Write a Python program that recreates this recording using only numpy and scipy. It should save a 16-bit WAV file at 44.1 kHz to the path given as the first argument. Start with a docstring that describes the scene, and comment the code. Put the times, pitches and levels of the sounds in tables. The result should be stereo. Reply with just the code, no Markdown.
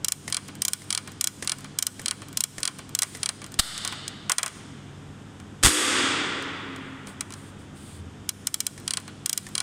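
"""In a hard, humming hall a large circuit breaker is charged by hand: as the lever is pumped, a pawl
clicks over its ratchet, each impact exciting the resonances of the cover. The spring latches with a
snap, the lever folds away, the contacts slam shut and leave the steel ringing, and pumping resumes.
A close phone, its left port shaded, ducks each loud blow and lets the reverberation swell back."""
import sys
import numpy as np
from scipy import signal
from scipy.fft import rfft, irfft, next_fast_len
from scipy.io import wavfile
from scipy.ndimage import uniform_filter1d, map_coordinates

SR = 44100
rng = np.random.default_rng(int(sys.argv[2]) if len(sys.argv) > 2 else 0)


def transcribe(u):
    """Save the signal u as a 16-bit wav file named by the first command-line argument.

    u: samples, shape (n,) or (channels, n), limited to [-1, 1]; the rate is SR.
    q: integer samples, one column per channel.
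    """
    v = np.clip(np.atleast_2d(u).T, -1, 1)
    q = np.round(v * 32767).astype(np.int16)
    wavfile.write(sys.argv[1], SR, q)


N = 424241

# down strokes: (time [s], teeth [count], gap [s], last gap [s], click level [dB], rubbing level [dB])
PULL_STROKES = [(0.0458, 3, .0373, .0375, -6.5, -55), (0.6194, 4, .031, .0518, -7, -45.5),
                (1.2106, 3, .031, .0304, -6, -58), (1.7872, 3, .0378, .0421, -6.5, -54),
                (2.372, 3, .0338, .0321, -5.5, -55), (2.9502, 3, .0391, .0305, -6.5, -45.5),
                (8.291, 1, 0, 0, -9, -66), (8.4704, 1, 0, 0, -6.5, -52),
                (8.542, 3, .0618, .0625, -8.5, -54), (9.2596, 4, .0348, .047, -9.5, -47)]
# up strokes: (time [s], teeth [count], gap [s], last gap [s], click level [dB], time to the top [s])
RETURN_STROKES = [(0.3244, 3, .0205, 0.023, -9.5, 0.16), (0.9046, 4, .022, .027, -9.5, 0.17),
                  (1.4742, 3, 0.021, 0.023, -9.5, 0.17), (2.0588, 3, .023, .028, -9.5, 0.16),
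                  (2.631, 3, .022, 0.023, -9, 0.16), (3.231, 3, .028, .031, -9, .186),
                  (8.8781, 4, 0.029, 0.035, -11, 0.2), (9.5522, 3, 0.027, .0234, -10, .17)]
# the lever meeting its end stop: (time [s], level [dB])
STOP_IMPACTS = [(0.278, -24), (0.818, -36), (1.424, -24.5), (1.994, -29), (2.581, -25.5), (3.149, -28.5),
                (8.777, -35.5), (9.466, -31.5)]
# spectra of a click, its sharp edge, a cover knock and a case thump: (frequency [Hz], level [dB])
CLICK_SPECTRUM = [(500, -38), (900, -35), (1100, -9), (2000, -7), (3000, -4), (5000, 1), (7500, 1),
                  (9700, 1.5), (10800, -14.5), (15000, -35), (17000, -33)]
EDGE_SPECTRUM = [(4500, -39), (6500, -8), (7700, 4.5), (9500, -0.5), (11000, -6.5), (14800, -3.5),
                 (16000, -22)]
KNOCK_SPECTRUM = [(200, -37), (450, -14.5), (650, -1.5), (900, -3.5), (1100, 3.5), (1600, -3), (2500, -5.5),
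                  (5000, -29.5)]
THUMP_SPECTRUM = [(10, -8), (30, -1), (60, 0), (130, -6), (200, -13), (500, -28), (1500, -55)]
# resonances of the ratchet and its cover: (frequency [Hz], bandwidth [Hz], gain [dB])
COVER_RESONANCES = [(1040, 54, 3.5), (1468, 30, 8), (2307, 135, 7), (2826, 69, 6.5), (3115, 180, 7),
                    (3330, 69, 8.5), (4080, 200, 9.5), (4996, 126, 5), (5970, 120, -0.5), (5880, 270, 4.5),
                    (6630, 320, 3), (7120, 89, -0.5), (7880, 320, 4), (9060, 630, 5.5), (9000, 150, 0)]


def amp(db):
    """Amplitude ratio of a level in decibels."""
    return 10 ** (np.asarray(db) / 20)


def unit(x):
    """Normalisation to rms 1."""
    return x / np.sqrt(np.mean(x ** 2) + 1e-20)


def along(points, hz):
    """Interpolation of (frequency [Hz], value) points on a logarithmic axis."""
    f, v = np.transpose(points)
    return np.interp(np.log(hz + 1), np.log(f + 1), v)


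def seconds():
    """The time of each sample."""
    return np.arange(N) / SR


def wobble(rate):
    """Random modulation: a spline through `rate` Gaussian knots a second."""
    knots = rng.standard_normal(int(N * rate / SR) + 4)
    fine = np.linspace(0, len(knots) - 1, num=6 * len(knots))
    return np.interp(seconds() * rate, fine, map_coordinates(knots, [fine]))


def filtered(x, response):
    """Linear filtering: the spectrum is multiplied by a frequency response."""
    size = next_fast_len(N + SR // 4)
    hz = np.fft.rfftfreq(size, 1 / SR)
    return irfft(rfft(x, size) * response(hz), size)[..., :N]


def coloured_noise(spectrum):
    """Spectral shaping of two uncorrelated white noises, to rms 1."""
    return unit(filtered(rng.standard_normal((2, N)), lambda hz: amp(along(spectrum, hz))))


def body(spectrum, resonances=(), size=2048):
    """Minimum-phase impulse response of energy 1: Lorentzian resonances on a broad spectrum."""
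    hz = np.fft.rfftfreq(size, 1 / SR)
    peaks_db = sum(gain / (1 + (2 * (hz - f) / width) ** 2) for f, width, gain in resonances)
    cepstrum = irfft(np.log(amp(along(spectrum, hz) + peaks_db)))
    cepstrum[1:size // 2] *= 2  # folding the cepstrum makes the response causal
    cepstrum[size // 2 + 1:] = 0
    response = irfft(np.exp(rfft(cepstrum)))
    return response / np.linalg.norm(response)


def strikes(times, levels, response, contact, t60, rattle_db, rattle_t60, lead=256):
    """Impact excitation of a body: chatter for `contact` seconds, a fast decay, then a weaker rattle."""
    t = np.maximum(np.arange(-lead, 2 ** 13 - lead), 0) / SR
    after = np.maximum(t - contact, 0)
    envelope = np.hypot(amp(-60 * after / t60), amp(rattle_db - 60 * after / rattle_t60))
    envelope *= 1 - np.exp(-t / 0.0004)
    sound = np.zeros((2, N + SR))
    for s, db in zip(times, levels):
        chatter = rfft(envelope * rng.standard_normal((2, len(t))))
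        # a hard contact excites all frequencies alike, so the body alone sets the timbre
        chatter /= np.sqrt(np.abs(uniform_filter1d(np.abs(chatter) ** 2, size=170)) + 1e-12)
        blow = signal.fftconvolve(irfft(chatter), response[None], axes=1)
        blow *= np.linalg.norm(envelope) / np.linalg.norm(blow, axis=1, keepdims=True)
        sound[:, round(s * SR) - lead:][:, :blow.shape[1]] += amp(db) * blow
    return sound[:, :N]


def ring(start, modes, width_hz):
    """Beating: each mode is a cluster of close frequencies that interfere as they decay."""
    t = np.arange(2 * SR) / SR
    hz = np.fft.rfftfreq(len(t), 1 / SR)
    sound = np.zeros(N)
    for f, db, t60 in modes:
        band = 1 / (1 + (2 * (hz - f) / width_hz) ** 4)
        cluster = unit(irfft(band * rfft(rng.standard_normal(len(t)))))
        sound[round(start * SR):][:len(t)] += amp(db - 60 * t / t60) * cluster
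    return sound


def background():
    """Superposition of wavering hum tones, a narrow-band drone and broadband ventilation noise."""
    # mains and fan tones: (frequency [Hz], level [dB])
    hum_tones = [(100, -52.5), (144, -54), (200, -56), (270, -60), (300, -63)]
    # envelope of the low drone: (time [s], level [dB])
    drone_levels = [(0, -56), (4.3, -79), (5, -51), (6.4, -60), (7.3, -58), (8.0, -47), (8.4, -52.5),
                    (8.7, -66), (9.62, -68)]
    # ventilation: (frequency [Hz], level [dB])
    air_spectrum = [(15, -60.5), (25, -18), (92, -12), (123, -7), (242, -6.5), (591, -18), (775, -16.5),
                    (1560, -22), (2110, -27), (2350, -25), (3520, -27), (4140, -34.5), (8140, -34),
                    (14400, -57.5), (16000, -74)]
    drone_spectrum = [(35, -18), (65, -5), (85, 18), (105, -16), (130, -20), (400, -60)]
    t, hum = seconds(), 0
    for f, db in hum_tones:
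        peak = np.sqrt(2) * amp(db + 1.8 * wobble(4))
        hum += peak * np.sin(2 * np.pi * f * t + .45 * wobble(4))
    drone_db = np.interp(t, *np.transpose(drone_levels), right=-120)
    drone = amp(drone_db) * coloured_noise(drone_spectrum)
    return hum + drone + amp(-44.5) * coloured_noise(air_spectrum)


def teeth(strokes, fade_db=0.47):
    """Impulse trains, even but for the last gap: arrays of time [s], level [dB] and last-tooth flag."""
    clicks = []
    for start, count, gap, last_gap, db, _ in strokes:
        for k in range(count):
            last = k > 0 and k == count - 1
            clicks.append((start + k * gap + last * (last_gap - gap), db - fade_db * k, last))
    return np.transpose(clicks)


def hard_clicks(times, click_db, knock_db, edge_db, resonances):
    """Hard impact: brief contact gives a bright click and edge, longer contact a knock in the cover."""
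    click = strikes(times, click_db, body(CLICK_SPECTRUM, COVER_RESONANCES + resonances),
                    contact=0.0011, t60=0.012, rattle_db=-20.5, rattle_t60=0.062)
    knock = strikes(times, knock_db, body(KNOCK_SPECTRUM, COVER_RESONANCES),
                    contact=0.0065, t60=0.06, rattle_db=-11, rattle_t60=0.19)
    edge = strikes(times, edge_db, body(EDGE_SPECTRUM),
                   contact=0.0015, t60=0.012, rattle_db=-33, rattle_t60=.03)
    return click + knock + edge


def ratchet():
    """Repeated impact: the pawl drops off each tooth, ringing higher under load than when it trails."""
    # resonances of the pawl: (frequency [Hz], bandwidth [Hz], gain [dB])
    loaded_pawl = [(3100, 240, 1.5), (4440, 530, -3), (5400, 330, 5), (5700, 200, 1), (6130, 180, 2.5),
                   (7200, 280, 5)]
    trailing_pawl = [(1500, 990, 0), (3150, 250, 2), (4520, 490, 4.5), (6540, 2400, -3.5)]
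    times, db, _ = teeth(PULL_STROKES)
    down = hard_clicks(times, db, knock_db=db - 27.5, edge_db=db - 4.5, resonances=loaded_pawl)
    times, db, last = teeth(RETURN_STROKES)
    knock_db = db - 23.5 + 4.5 * last  # going up, the last tooth knocks harder
    up = hard_clicks(times, db, knock_db, edge_db=db - 19.5, resonances=trailing_pawl)
    return down + up


def rubbing(attack_s=0.018, release_s=0.027):
    """Sliding friction: the lever in its bearing and fingers on the plastic make a flickering hiss."""
    # friction noise: (frequency [Hz], level [dB])
    friction_spectrum = [(1180, -39.5), (2000, -12), (4300, -9), (4860, -10.5), (5730, -19), (9010, -3.5),
                         (11600, -23), (14900, -21.5), (16000, -29)]
    # slides of the fingers, then of the lever: (time [s], duration [s], level [dB])
    finger_slides = [(4.48, 0.1, -55.5), (7.06, 0.032, -46.5), (7.32, 0.17, -56), (7.58, .03, -55),
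                     (7.743, 0.23, -51.5)]
    pulls = [(s, 0.2, db) for s, *_, db in PULL_STROKES]
    returns = [(s - .05, 0.18, -54) for s, *_ in RETURN_STROKES]
    t, power = np.arange(SR // 2) / SR, np.zeros(N + SR)
    for s, duration, db in pulls + returns + finger_slides:
        attack = 1 - np.exp(-t / attack_s)
        release = np.exp(-np.maximum(t - duration, 0) / release_s)
        power[round(s * SR):][:len(t)] += (amp(db) * attack * release) ** 2
    return np.sqrt(power[:N]) * amp(1.1 * wobble(44)) * coloured_noise(friction_spectrum)


def end_stop():
    """Cavity resonance: the hollow lever clacks on its stop, and the whole case thumps."""
    # the clack: (frequency [Hz], level [dB])
    clack_spectrum = [(300, -1.5), (700, 3), (1400, -4.5), (2000, 4), (2800, -5), (6000, -3), (9500, -1.5),
                      (11000, -12.5), (16000, -30)]
    # the hollow of the lever: (frequency [Hz], bandwidth [Hz], gain [dB])
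    cavity_resonances = [(1780, 160, 4.5), (2170, 200, 4)]
    times, db = np.transpose(STOP_IMPACTS)
    clack = strikes(times, db, body(clack_spectrum, cavity_resonances),
                    contact=0.002, t60=0.025, rattle_db=-10, rattle_t60=0.1)
    thump = strikes(times, db - 19, body(THUMP_SPECTRUM),
                    contact=0.0069, t60=0.055, rattle_db=-25, rattle_t60=.1)
    return clack + thump


def light_ticks(times, tick_db, knock_db, edge_rel_db):
    """Light impact in a loose joint: very short contact gives a tick, its edge and a small knock."""
    tick = strikes(times, tick_db, body(CLICK_SPECTRUM, COVER_RESONANCES),
                   contact=0.00098, t60=0.0071, rattle_db=-15, rattle_t60=0.03)
    knock = strikes(times, knock_db, body(KNOCK_SPECTRUM, COVER_RESONANCES),
                    contact=0.0032, t60=0.067, rattle_db=-18, rattle_t60=0.13)
    edge = strikes(times, tick_db + edge_rel_db, body(EDGE_SPECTRUM),
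                   contact=0.00075, t60=0.014, rattle_db=-17, rattle_t60=0.066)
    return tick + knock + edge


def swing_tops():
    """Turning points: the times [s] at which the lever reaches the top."""
    return np.array([start + to_top for start, *_, to_top in RETURN_STROKES])


def linkage(rebound_s=.022):
    """Backlash: loose joints tick at both ends of each swing and when the slack lever is handled."""
    # handling of the lever and push button: (time [s], tick level [dB], knock level [dB])
    handling = [(3.442, -29, -41), (3.541, -28, -47), (3.778, -18, -39.5), (3.849, -15.5, -29),
                (3.876, -15.5, -33), (3.924, -30, -29.5), (4.079, -19, -54), (5.4, -40, -45.5),
                (6.424, -32.5, -41), (6.761, -36.5, -39), (7.071, -32.5, -37.5), (7.305, -34.5, -42),
                (7.323, -30.5, -42.5), (7.338, -29, -44.5)]
    tops = [(s, -32.5, -38) for s in swing_tops()]
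    stops, db = np.transpose(STOP_IMPACTS)
    rebound = light_ticks(stops + rebound_s, tick_db=db - 8.5, knock_db=db - 16.5, edge_rel_db=1.5)
    take_up = light_ticks(*np.transpose(tops), edge_rel_db=-22)
    return rebound + take_up + light_ticks(*np.transpose(handling), edge_rel_db=-15)


def free_play(ticks_per_turn=2, window_s=.22):
    """Clearance rattle: the slack joints tick at random while the hand turns round at the top."""
    tops = swing_tops()[:, None]
    times = (tops + window_s * rng.uniform(-.5, .5, (len(tops), ticks_per_turn))).ravel()
    db = -37.5 + 1.5 * rng.standard_normal(len(times))
    return light_ticks(times, db, knock_db=db - 10, edge_rel_db=-2)


def scuff():
    """Friction excites the cover as the lever scrapes its guide at the top of the swing."""
    # the scrape: (frequency [Hz], level [dB])
    scrape_spectrum = [(200, -14), (600, 7), (1500, 0), (4500, -2), (6000, -21), (15000, -34)]
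    times = swing_tops()
    return strikes(times, np.full(len(times), -48), body(scrape_spectrum, COVER_RESONANCES),
                   contact=0.018, t60=0.056, rattle_db=-20, rattle_t60=.12)


def clatter():
    """Collision: the lever and the cover resonate together, mostly as it folds into its recess."""
    # the lever striking the cover: (time [s], click level [dB], knock level [dB])
    collisions = [(3.0217, -8, -22.5), (3.031, -7.5, -32), (4.2961, -5.5, -15), (4.3183, -1, -22),
                  (4.3827, -3.5, -21.5), (4.392, -22, -27), (4.4304, -9, -22.5), (4.461, -15, -25),
                  (4.479, -24.5, -43), (7.208, -16.5, -36)]
    # the plastic lever: (frequency [Hz], bandwidth [Hz], gain [dB])
    lever_resonances = [(1400, 300, -6), (2050, 400, 7), (2870, 440, -7), (3470, 300, 3.5),
                        (4350, 900, -3.5)]
    times, click_db, knock_db = np.transpose(collisions)
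    return hard_clicks(times, click_db, knock_db, edge_db=click_db - 13, resonances=lever_resonances)


def latch():
    """Snap-through: the charged spring goes over centre, hits its catch and shakes the case."""
    # blows on the catch: (time [s], level [dB])
    blows = [(3.5896, -9), (3.5938, -1), (3.596, -3.5)]
    # the snap: (frequency [Hz], level [dB])
    snap_spectrum = [(100, -34), (300, -28), (700, -1.5), (1300, -2.5), (2500, -4.5), (3600, 2),
                     (5000, 1.5), (6500, -6), (8400, 2.5), (11000, -8.5), (15500, -22), (17000, -36)]
    times, db = np.transpose(blows)
    snap = strikes(times, db, body(snap_spectrum),
                   contact=0.0024, t60=0.027, rattle_db=-26, rattle_t60=0.051)
    thump = strikes(times, db - 14.5, body(THUMP_SPECTRUM),
                    contact=0.0042, t60=0.02, rattle_db=-20, rattle_t60=.2)
    return snap + thump


def spring_ring():
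    """Free vibration: the latched spring rings on in broad clusters of modes."""
    # modes of the spring: (frequency [Hz], level [dB], 60 dB decay time [s])
    modes = [(750, -45, 1.2), (1380, -36, 1), (2050, -40.5, 1.4), (3570, -34.5, 1.64), (4150, -38, 1.1),
             (5000, -40, .9), (7900, -40, .7)]
    return ring(3.594, modes, width_hz=470)


def thuds(half_width_s=0.0013):
    """Undershoot: each heavy blow gives a low thud, and the phone's high-pass filter swings back."""
    # thuds of the heaviest blows: (time [s], level [dB], filter recovery time [s])
    pulses = [(3.597, -2.5, .07), (5.6502, 1, .013), (5.6705, 2, .003)]
    t, sound = np.arange(-SR // 100, SR // 2) / SR, np.zeros(N + SR)
    pulse = np.exp(-.5 * (t / half_width_s) ** 2)
    for s, db, recovery_s in pulses:
        pole = np.exp(-1 / (recovery_s * SR))
        high_passed = signal.lfilter([1, -1], [1, -pole], pulse)
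        sound[round((s + t[0]) * SR):][:len(t)] += amp(db) * high_passed
    return sound[:N]


def slam(bounce_count=3, bounce_s=.0115, bounce_loss_db=5.5):
    """Inelastic impact: the released spring drives the contacts home, and each bounce loses energy."""
    # steel blows of the drive and contacts: (time [s], level [dB])
    blows = [(5.6284, -19), (5.634, 2.5), (5.639, -4.5), (5.646, 2.5), (5.653, 5.5), (5.66, 6.5),
             (5.668, 2.5)]
    # the crash: (frequency [Hz], level [dB])
    crash_spectrum = [(100, -24), (220, -7), (470, -1.5), (650, -6.5), (1200, 1), (2500, -2.5),
                      (3500, -0.5), (6000, -5.5), (8400, 0.5), (11000, -10.5), (15500, -26), (17000, -46)]
    last_s, last_db = blows[-1]
    bounces = [(last_s + k * bounce_s, last_db - k * bounce_loss_db) for k in range(1, bounce_count + 1)]
    times, db = np.transpose(blows + bounces)
    crash = strikes(times, db, body(crash_spectrum),
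                    contact=0.0027, t60=0.027, rattle_db=-10, rattle_t60=0.16)
    thump = strikes(times, db - 15.5, body(THUMP_SPECTRUM),
                    contact=0.0053, t60=.022, rattle_db=-23, rattle_t60=0.062)
    return crash + thump


def frame_ring():
    """Light damping: the low modes of the steel frame ring long after the slam."""
    # modes of the frame: (frequency [Hz], level [dB], 60 dB decay time [s])
    modes = [(236, -34, 1.8), (269, -31.5, 4.1), (307, -25, 1.86), (364, -33, 2.3), (449, -34, 1.1),
             (508, -29, 1.46), (1176, -29.5, 2.13)]
    return ring(5.647, modes, width_hz=18.5)


def hall(x, build_up_s=.012):
    """Reverberation: the hall stores energy in a diffuse field that drains away, the treble first."""
    # decay in the hall: (frequency [Hz], reverberation time [s])
    decay_times = [(100, 0.73), (300, 2.97), (1200, 2.92), (3300, 2.135), (5000, 1.51), (8000, 1.11),
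                   (11000, 0.68), (15000, 0.47)]
    # colour of the diffuse field: (frequency [Hz], gain [dB])
    colour = [(40, -26), (150, -13), (300, -1), (500, -0.5), (700, -4), (1300, -1.5), (2500, 2),
              (4000, -0.5), (6000, 0.5), (8200, 1), (11000, 3), (15000, 5)]
    hz, t, fed = signal.stft(x, SR, nperseg=512)
    power = np.abs(uniform_filter1d(np.abs(fed) ** 2, size=3, axis=0))
    lags = t[:len(t) // 3]
    decay = amp(-60 * lags / along(decay_times, hz)[:, None]) ** 2
    decay *= 1 - np.exp(-(lags / build_up_s) ** 2)
    stored = np.abs(signal.fftconvolve(power, decay * t[1], axes=1)[:, :len(t)])
    noise = signal.stft(rng.standard_normal((2, N)), nperseg=512)[2]
    diffuse = noise / np.std(noise) * np.sqrt(stored) * amp(along(colour, hz))[:, None]
    return signal.istft(diffuse, nperseg=512)[1][:, :N]


def ports(pair, shade, delay_s=.00059):
    """Acoustic shadow: the right port faces the breaker; above the bass the left is late and weaker."""
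    # likeness of the two ports: (frequency [Hz], coherence [0-1])
    port_coherence = [(60, .95), (130, .86), (280, .72), (550, .52), (2000, .4), (8000, .55)]
    size = next_fast_len(N + SR // 4)
    hz = np.fft.rfftfreq(size, 1 / SR)
    right, unrelated = rfft(pair, size)
    coherence = np.clip(along(port_coherence, hz), 0, 1)
    left_gain = amp(along(shade, hz))
    lag = np.exp(-2j * np.pi * hz * delay_s * np.clip((hz - 300) / 300, 0, 1))
    left = left_gain * (coherence * lag * right + np.sqrt(1 - coherence ** 2) * unrelated)
    return irfft(np.array([left, right]) * 2 / (1 + left_gain), size)[:, :N]


def scene():
    """Superposition at the phone of close impacts, ringing steel and the sound of the hall."""
    # shadow on near and far sound: (frequency [Hz], left minus right level [dB])
    near_shade = [(200, 0), (400, 0), (700, -6), (1300, -10), (2400, -13), (4400, -18), (8000, -25),
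                  (14000, -20)]
    far_shade = [(200, 0), (380, -1), (700, -6), (1300, -6.5), (2400, -7.5), (4400, -11), (8100, -18),
                 (15000, -9)]
    lever = ratchet() + linkage() + free_play() + scuff() + end_stop() + clatter()
    snap, bang = latch(), slam()
    reverberation = hall(amp(-13.5) * lever[0] + amp(-3.5) * snap[0] + amp(2.5) * bang[0])
    steel = spring_ring() + frame_ring()
    near = ports(lever + snap + rubbing(), near_shade)
    far = ports(bang + reverberation + steel + background(), far_shade)
    return near + far + thuds()


def gain_control(x, threshold_db=-17, squeeze=0.52, release_db_per_s=42.5):
    """Dynamic compression: the gain drops at once on a loud blow and creeps back."""
    power = np.abs(uniform_filter1d(np.max(x ** 2, axis=0), size=88))
    cut_db = squeeze * np.maximum(10 * np.log10(power + 1e-12) - threshold_db, 0)
    recovery = release_db_per_s * seconds()
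    held_db = np.maximum.accumulate(cut_db + recovery) - recovery
    return x * amp(-uniform_filter1d(held_db, size=64))


def record(dry):
    """Compression, clipping at full scale and a steep band limit in the phone."""
    cutoff_hz = 16050
    clipped = np.clip(gain_control(dry), -1, 1)
    return filtered(clipped, lambda hz: 1 / np.sqrt(1 + (hz / cutoff_hz) ** 100))


dry = scene()
out = record(dry)
transcribe(out)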